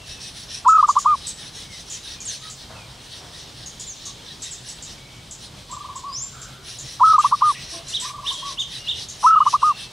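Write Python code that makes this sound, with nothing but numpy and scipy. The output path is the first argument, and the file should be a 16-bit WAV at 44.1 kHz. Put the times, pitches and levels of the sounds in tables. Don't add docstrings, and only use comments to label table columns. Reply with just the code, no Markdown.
import sys
import numpy as np
from scipy import signal
from scipy.fft import rfft, irfft
from scipy.io import wavfile
from scipy.ndimage import uniform_filter1d

SR = 44100
rng = np.random.default_rng(int(sys.argv[2]) if len(sys.argv) > 2 else 0)


def wav_out(sig):
    wavfile.write(sys.argv[1], SR, np.round(np.clip(np.atleast_2d(sig).T, -1, 1) * 32767).astype(np.int16))


N = 437472
TIME = np.arange(N) / SR

# frequency in Hz, relative density in dB.
AIR = [(15, -27), (25, 1), (144, -1), (193, -4.5), (267, -9), (919, -13.5), (1900, -18.5), (2230, -15.5),
       (2770, -16.5), (3170, -10.5), (5580, -16.5), (7300, -21.5), (8350, -21), (11200, -31),
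       (15500, -40.5)]
# frequency in Hz, side against middle in dB.
WIDTH = [(30, -43), (80, -47), (170, -17.5), (350, -9), (900, -4), (3000, -10.5), (6000, -12),
         (9000, -26.5), (13000, -50)]
# time in seconds, level in dB.
DRONE = [(0.0, -52.5), (1.85, -65), (2.02, -49), (6.13, -53), (6.19, -46), (9.92, -53)]
# frequency in Hz, relative density in dB.
DRONE_COLOUR = [(60, -43), (105, -7), (131, 5), (160, -18.5), (300, -39.5)]
# start in seconds, fade length in seconds, centre in Hz,
# width in octaves, level in dB before the scatter.
FAR_SOUNDS = [(2.69, .15, 816, 0.67, -43.5), (3.2, .15, 795, .81, -47), (6.319, 0.37, 1380, .17, -49),
              (6.583, .14, 390, .1, -51.5), (7.538, .088, 2600, .26, -39.5),
              (7.544, 0.065, 1940, .055, -42), (7.725, .12, 1060, .1, -49), (7.719, 0.08, 338, .069, -47.5)]
# middle of the first rasp in seconds, middle of the last in seconds,
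# number of rasps, length of each in seconds, first level in dB, last level in dB.
RASP_BOUTS = [(.11, .548, 4, .08, -37, -34.5), (.812, 1.183, 3, 0.064, -40, -39),
              (1.275, 2.1, 6, .1, -37.5, -36.5), (2.323, 2.61, 3, 0.077, -35, -42),
              (2.91, 3.045, 2, .05, -48, -42.5), (3.153, 4.295, 6, 0.097, -40, -42),
              (4.466, 4.904, 3, 0.067, -36, -39), (5.443, 5.443, 1, .04, -37.5, -37.5),
              (5.71, 5.97, 3, .06, -48, -47.5), (6.715, 7.1, 3, .1, -36, -33),
              (7.255, 7.745, 3, 0.078, -30, -33), (7.932, 8.054, 2, .09, -33, -31.5),
              (8.301, 8.497, 2, 0.063, -32, -33), (8.758, 9.255, 3, 0.077, -34, -33),
              (9.505, 9.813, 3, 0.077, -33, -36.5)]
# frequency in Hz, relative density in dB.
RASP_LOUD = [(940, -43), (1600, -13.5), (1950, -10.5), (2150, -15.5), (2700, -9), (3550, -4.5),
             (3870, -0.5), (4680, -7.5), (5250, -4), (5720, 0), (7110, -18.5), (8200, -14), (10400, -13),
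             (11900, -30), (15500, -41)]
RASP_FAINT = [(940, -77), (1600, -9.5), (1900, -4.5), (2450, -32), (2620, -7.5), (3910, 3.5), (4640, -3.5),
              (5660, -2), (7040, -18.5), (8200, -11.5), (9820, -12.5), (12100, -47), (15500, -22)]
# start in seconds, length in seconds, first pitch in Hz, last pitch in Hz,
# level in dB at the middle.
WHISTLES = [(0, .3, 2754, 2530, -51.5), (.623, 0.21, 2720, 2480, -53.5), (1.069, .085, 2520, 2330, -52),
            (1.653, .15, 2270, 1960, -53), (2.16, .071, 2480, 2370, -52), (2.42, .084, 1275, 1260, -49.5),
            (2.746, .108, 2686, 2320, -51), (4.061, .049, 1146, 1150, -51), (4.965, .27, 2256, 2245, -56),
            (7.719, .1, 677, 668, -48), (7.899, .67, 651, 599, -56.5), (8.34, .13, 3330, 3210, -38.5),
            (8.79, .2, 2830, 2890, -46), (9.236, .27, 2713, 3020, -45), (9.578, 0.32, 2820, 2618, -48.5)]
# time in seconds, pitch in Hz, level in dB.
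SLIDES = [
    [(2.251, 9050, -41), (2.259, 7540, -33), (2.283, 6570, -30), (2.308, 5980, -35), (2.34, 4800, -47)],
    [(3.865, 7500, -39.5), (3.9, 6600, -35.5), (3.94, 5430, -44)],
    [(4.51, 8000, -35), (4.53, 6800, -44), (4.56, 6200, -51)],
    [(6.085, 4770, -49), (6.122, 4800, -41), (6.15, 5330, -32), (6.188, 6460, -29.5), (6.208, 6900, -35),
     (6.225, 7370, -27.5), (6.245, 7370, -34.5)],
    [(6.128, 7420, -43), (6.18, 6940, -50)],
]
# start in seconds, length in seconds, top pitch in Hz, level in dB.
CHIRPS = [(7.925, 0.056, 3890, -23), (8.252, 0.063, 3756, -24), (8.569, .06, 3730, -23.5),
          (8.865, 0.06, 3710, -22.5)]
# share of the length, factor on the top pitch, relative level in dB.
ARCH = [(0, .7, -24), (.2, .77, -7), (.34, .92, -2), (.46, .99, 0), (.59, 1, 0), (.71, .95, -1),
        (.85, .83, -2), (1, .77, -10)]
# start in seconds, strength in dB before the trim, pitch in Hz.
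CHIPS = [(0.675, -22, 7170), (0.8688, -26, 7300), (0.8823, -22, 6760), (0.9849, -21, 6980),
         (1.2665, -20.5, 7440), (1.8976, -24, 7250), (1.922, -23.5, 6560), (2.2025, -24.5, 6430),
         (2.4974, -24.5, 7000), (3.6586, -25, 6600), (3.795, -23.5, 7260), (4.0536, -23, 6390),
         (4.419, -23.5, 7320), (4.5165, -24, 7190), (4.684, -24.5, 7450), (4.8215, -25, 7400),
         (5.3077, -25, 7360), (5.7093, -26, 7510), (5.955, -26, 7340), (6.4144, -25.5, 6830),
         (6.7835, -24.5, 7070), (7.1861, -25, 7400), (7.8805, -25, 7060), (7.998, -21.5, 7800),
         (8.322, -24.5, 6800), (8.5939, -24, 6480), (9.084, -24, 6490), (9.4848, -25.5, 6320)]
# share of the length, factor on the pitch, relative level in dB.
FLICK = [(0, 1.17, -16), (.28, 1.05, 0), (.55, .97, -1), (1, .77, -18)]
# frequency in Hz, relative density in dB.
SNAP = [(2500, -24), (4500, -8), (6500, -1), (9500, -12.5), (12000, -26), (15500, -36)]
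# share of the note, factor on its top pitch, relative level in dB.
TRILL = [(0, .68, -12), (.03, .68, -7), (.075, .74, 0), (.205, .775, 1), (.245, .94, 1), (.29, .965, 1.5),
         (.38, .995, 0), (.5, .955, -3), (.62, 1.005, 0), (.72, .95, -4.5), (.8, .98, -.5), (.89, .99, -.3),
         (.96, .95, -2), (1, .87, -14)]
SLUR = [(0, .78, -16), (.1, .92, -2), (.27, .98, 0), (.48, 1, 0), (.72, .965, -2), (.87, .92, -8),
        (1, .87, -26)]
PIP = [(0, .86, -9), (.09, .82, 0), (.18, .85, 2), (.31, .96, -2), (.45, 1, -1.3), (.67, .975, -4),
       (.85, .93, -11), (1, .86, -27)]
COO = [(0, .81, -8.5), (.04, .8, 3), (.075, .89, 4), (.115, .96, -0.5), (.2, .99, -0.7), (.36, 1, -1.5),
       (.64, .98, -0.8), (.82, .93, -1.8), (.94, 0.84, -12.5), (1, 0.66, -25)]
# start within the phrase in seconds, length in seconds,
# factor on the phrase's top pitch, relative level in dB, note shape.
NEAR_PHRASE = [(0, .12, 1, 0, TRILL), (.121, .039, .962, 0, SLUR), (.168, .037, .941, 0, PIP),
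               (.230, .03, .908, -.7, PIP), (.305, .034, .912, -1, PIP), (.398, .103, .934, -3, COO)]
# start within the phrase in seconds,
# length in seconds, factor on the phrase's top pitch, relative level in dB, note shape.
FAR_PHRASE = [(0, 0.034, .83, -5, SLUR), (.023, 0.041, 0.99, 0.5, PIP), (.069, 0.0323, .98, -2.5, PIP),
              (.104, 0.038, 0.98, -2, SLUR), (.146, 0.0384, 0.98, -1.5, PIP), (.191, .036, .94, -0.5, PIP),
              (.256, 0.03396, .91, 1, PIP), (.338, .098, .935, -1.5, COO)]
# start in seconds, time stretch as a factor, top pitch in Hz, level in dB,
# extra pause before the last coo in seconds.
NEAR_DOVE = [(.658, 1.0, 1321, -10, 0), (7.006, 1.036, 1322, -10.3, 0), (9.238, .979, 1332, -10.4, 0)]
# start in seconds, time stretch as a factor,
# top pitch in Hz, level in dB, extra pause before the last coo in seconds.
FAR_DOVE = [(5.695, 1.0, 1225, -30.5, 0), (8.015, 1.12, 1220, -31.5, .026)]


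def amp(db):
    return 10 ** (np.asarray(db) / 20)


def unit(x):
    return x / np.sqrt(np.mean(x ** 2) + 1e-20)


def read(points, hz):
    f, value = np.transpose(points)
    return np.interp(np.log(hz + 1), np.log(f + 1), value)


def add(mix, s, sound):
    part = mix[max(round(s * SR), 0):][:len(sound)]
    part += sound[:len(part)]


def waver(size, hz):
    f = np.fft.rfftfreq(size + SR, 1 / SR)
    spectrum = rfft(rng.standard_normal(size + SR)) * np.exp(-(f / hz) ** 2)
    return unit(irfft(spectrum, size + SR))[:size]


def noise(spectrum):
    hz = np.fft.rfftfreq(N, 1 / SR)
    mid, side = rfft(rng.standard_normal((2, N))) * amp(read(spectrum, hz))
    side = side * amp(read(WIDTH, hz))
    return unit(irfft(np.array([mid + side, mid - side]), N))


def whistle(rows, jitter, shimmer_db, overtone_db=-50):
    s, hz, db = np.transpose(rows)
    t = np.arange(s[0], max(s[-1], s[0] + .004), 1 / SR)
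    hz, db = (uniform_filter1d(np.interp(t, s, curve), size=90) for curve in (hz, db))
    phase = 2 * np.pi * np.cumsum(hz * (1 + jitter * waver(len(t), 230))) / SR
    edge = np.minimum(np.minimum(t - t[0], t[-1] - t) / .002, 1)
    level = amp(db + shimmer_db * waver(len(t), 240)) * np.sin(edge * np.pi / 2) ** 2
    tone = np.sin(phase) + amp(overtone_db) * np.sin(2 * phase)
    return np.sqrt(2) * level * tone


def note(shape, s, length, hz, db):
    return np.array(shape) * [length, hz, 1] + [s, 0, db]


def trees(x, wet_db, t60, spread, delay=.0065, early_db=5, early_t60=.074):
    t = np.arange(SR * 3 // 4) / SR
    leaves = amp(early_db - 60 * t / early_t60)
    trunks = amp(-60 * t / t60)
    decay = (trunks + leaves) * (t > delay)
    taps = rng.standard_normal((2, len(t))) * (rng.random((2, len(t))) < .1) * decay
    mid, side = taps / np.linalg.norm(taps, axis=1, keepdims=True)
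    tails = np.array([mid + spread * side, mid - spread * side])
    return x + amp(wet_db) * signal.fftconvolve(x[None], tails, axes=1)[:, :N]


def patchy(x, patch_db, broad_share=.82):
    z = signal.stft(x, nperseg=1024, noverlap=768)[2]
    fine, broad = rng.standard_normal((2, *z.shape[1:]))
    for axis, (small, large) in enumerate([(2, 50), (4, 16)]):
        fine = uniform_filter1d(uniform_filter1d(fine, small, axis), small + 1, axis)
        broad = uniform_filter1d(broad, large, axis)
    gain = amp(patch_db * (unit(fine) + broad_share * unit(broad)))
    return signal.istft(z * unit(gain), nperseg=1024, noverlap=768)[1][:, :N]


def air(air_db=-43, drift_db=.82, drone_trim_db=-2.5):
    drone_db = np.interp(TIME, *np.transpose(DRONE)) + drone_trim_db
    drone = noise(DRONE_COLOUR) * amp(drone_db)
    return noise(AIR) * amp(air_db + drift_db * waver(N, 15)) + drone


def far_sounds(rise_s=.015, fade_db=16):
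    out = np.zeros(N)
    t, hz = np.arange(SR // 2) / SR, np.fft.rfftfreq(SR // 2, 1 / SR) + 1
    for s, length, centre_hz, width, db in FAR_SOUNDS:
        bell = np.exp(-(np.log2(hz / centre_hz) / width) ** 2 / 2)
        band = unit(irfft(rfft(rng.standard_normal(len(t))) * bell))
        fade = amp(db - fade_db * (t / length) ** 2)
        add(out, s, band * np.minimum(t / rise_s, 1) * fade)
    return trees(out, wet_db=-.5, t60=.82, spread=.31)


def rasps(slow_gap_s=.185, offbeat_db=-6.5, offbeat_s=.07, far_per_s=4, far_s=.06, far_db=-50.5):
    rows = []
    for first, last, count, length, first_db, last_db in RASP_BOUTS:
        times, levels = np.linspace([first, first_db], [last, last_db], count).T
        rows += [(s, length, db) for s, db in zip(times, levels)]
        for s, gap, db in zip(times, np.diff(times), levels):
            if gap > slow_gap_s:
                rows.append((s + gap / 2, offbeat_s, db + offbeat_db))
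    strays = np.cumsum(rng.uniform(.5, 1.5, size=100)) / far_per_s
    return rows + [(s, far_s, far_db) for s in strays[strays < N / SR]]


def insects(edge_s=.0093, loud_db=-33, faint_db=-42, grain_db=.44):
    loud, faint = np.zeros((2, N))
    for s, length, db in rasps():
        near = slice(max(int((s - .25) * SR), 0), int((s + .25) * SR))
        power = amp(db) ** 2 / (1 + np.exp((abs(TIME[near] - s) - length / 2) / edge_s))
        share = np.clip((db - faint_db) / (loud_db - faint_db), 0, 1)
        loud[near] += share * power
        faint[near] += (1 - share) * power
    hiss = noise(RASP_LOUD) * np.sqrt(loud) + noise(RASP_FAINT) * np.sqrt(faint)
    return hiss * amp(grain_db * waver(N, 170))


def songbirds(ends_db=-3):
    high, near, far = np.zeros((3, N))
    for rows in SLIDES:
        add(high, rows[0][0], whistle(rows, jitter=.013, shimmer_db=2.5))
    for row in CHIRPS:
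        add(near, row[0], whistle(note(ARCH, *row), jitter=.012, shimmer_db=2, overtone_db=-27))
    for s, length, first_hz, last_hz, db in WHISTLES:
        rows = [(s, first_hz, db + ends_db),
                (s + length / 2, (first_hz + last_hz) / 2, db),
                (s + length, last_hz, db + ends_db)]
        add(far, s, whistle(rows, jitter=.011, shimmer_db=3.5))
    high = trees(high, wet_db=-3, t60=.61, spread=.42)
    near = trees(near, wet_db=-4.5, t60=.42, spread=.5) * amp([[-.8], [.8]])
    far = trees(far, wet_db=-4, t60=.2, spread=.54)
    return high + near + far


def chips(gain_db=-7.5, length_s=.011, echo_s=.012, echo_db=-2, snap_db=-5, loud_db=-22, falloff=.85):
    snap = noise(SNAP)[0]
    out = np.zeros(N)
    for s, db, hz in CHIPS:
        softness = falloff * min(db - loud_db, 0)
        flick = note(FLICK, s, length_s * rng.uniform(.75, 1.3), hz, db + gain_db + softness)
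        chip = whistle(flick, jitter=.025, shimmer_db=2)
        edge_gain = amp(db + gain_db + snap_db + 1.5 * softness)
        edge = edge_gain * snap[int(s * SR):][:1000] * np.hanning(1000)
        for delay, gain in ((0, 1), (echo_s, amp(echo_db))):
            add(out, s + delay, gain * chip)
            add(out, s + delay - .003, gain * edge)
    return trees(out, wet_db=1, t60=.34, spread=.22)


def phrase_notes(phrase, deliveries):
    notes = []
    for start, stretch, top_hz, level_db, pause in deliveries:
        for s, length, pitch, db, shape in phrase:
            note_start = start + stretch * s + pause * (shape == COO)
            notes.append((note_start, stretch * length, top_hz * pitch, level_db + db, shape))
    return notes


def dove(phrase, deliveries, stutter_db=-9.5, stutter_hz=230, catch_hz=1100):
    out, last_end = np.zeros(N), 0
    t = np.arange(-.012, .005, 1 / SR)
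    swell = np.interp(t, [t[0], -.008, -.001, t[-1]], [0, .4, 1, 0])
    for s, length, hz, db, shape in phrase_notes(phrase, deliveries):
        add(out, s, whistle(note(shape, s, length, hz, db), jitter=.007, shimmer_db=.35))
        if s - last_end > .022:
            rate = stutter_hz * rng.uniform(.85, 1.15)
            beats = np.sin(np.pi * rate * t + rng.uniform(0, np.pi)) ** 2
            turns = np.cumsum(catch_hz * (1 + .06 * waver(len(t), 200))) / SR
            stutter = swell * (beats + .25) * np.sin(2 * np.pi * turns)
            add(out, s + t[0], np.sqrt(2) * amp(db + stutter_db) * stutter)
        last_end = s + length
    return out


def scene():
    wash = patchy(air(), patch_db=.7)
    hiss = patchy(insects(), patch_db=2.6)
    carrying = signal.butter(2, [990, 1240], "bandpass", fs=SR, output="sos")
    distant = signal.sosfilt(carrying, dove(FAR_PHRASE, FAR_DOVE)) * amp(-1)
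    far = trees(distant, wet_db=-5.5, t60=.6, spread=.27)
    near = trees(dove(NEAR_PHRASE, NEAR_DOVE), wet_db=-29, t60=.39, spread=.13)
    return wash + far_sounds() + hiss + songbirds() + chips() + far + near


def record(dry, bass_hz=33, edge_hz=15720):
    thin = signal.sosfilt(signal.butter(4, bass_hz, "highpass", fs=SR, output="sos"), dry)
    band_limit = signal.firwin(511, edge_hz, window=("kaiser", 9), fs=SR)
    return signal.oaconvolve(thin, band_limit[None], "same")


dry = scene()
out = record(dry)
wav_out(out)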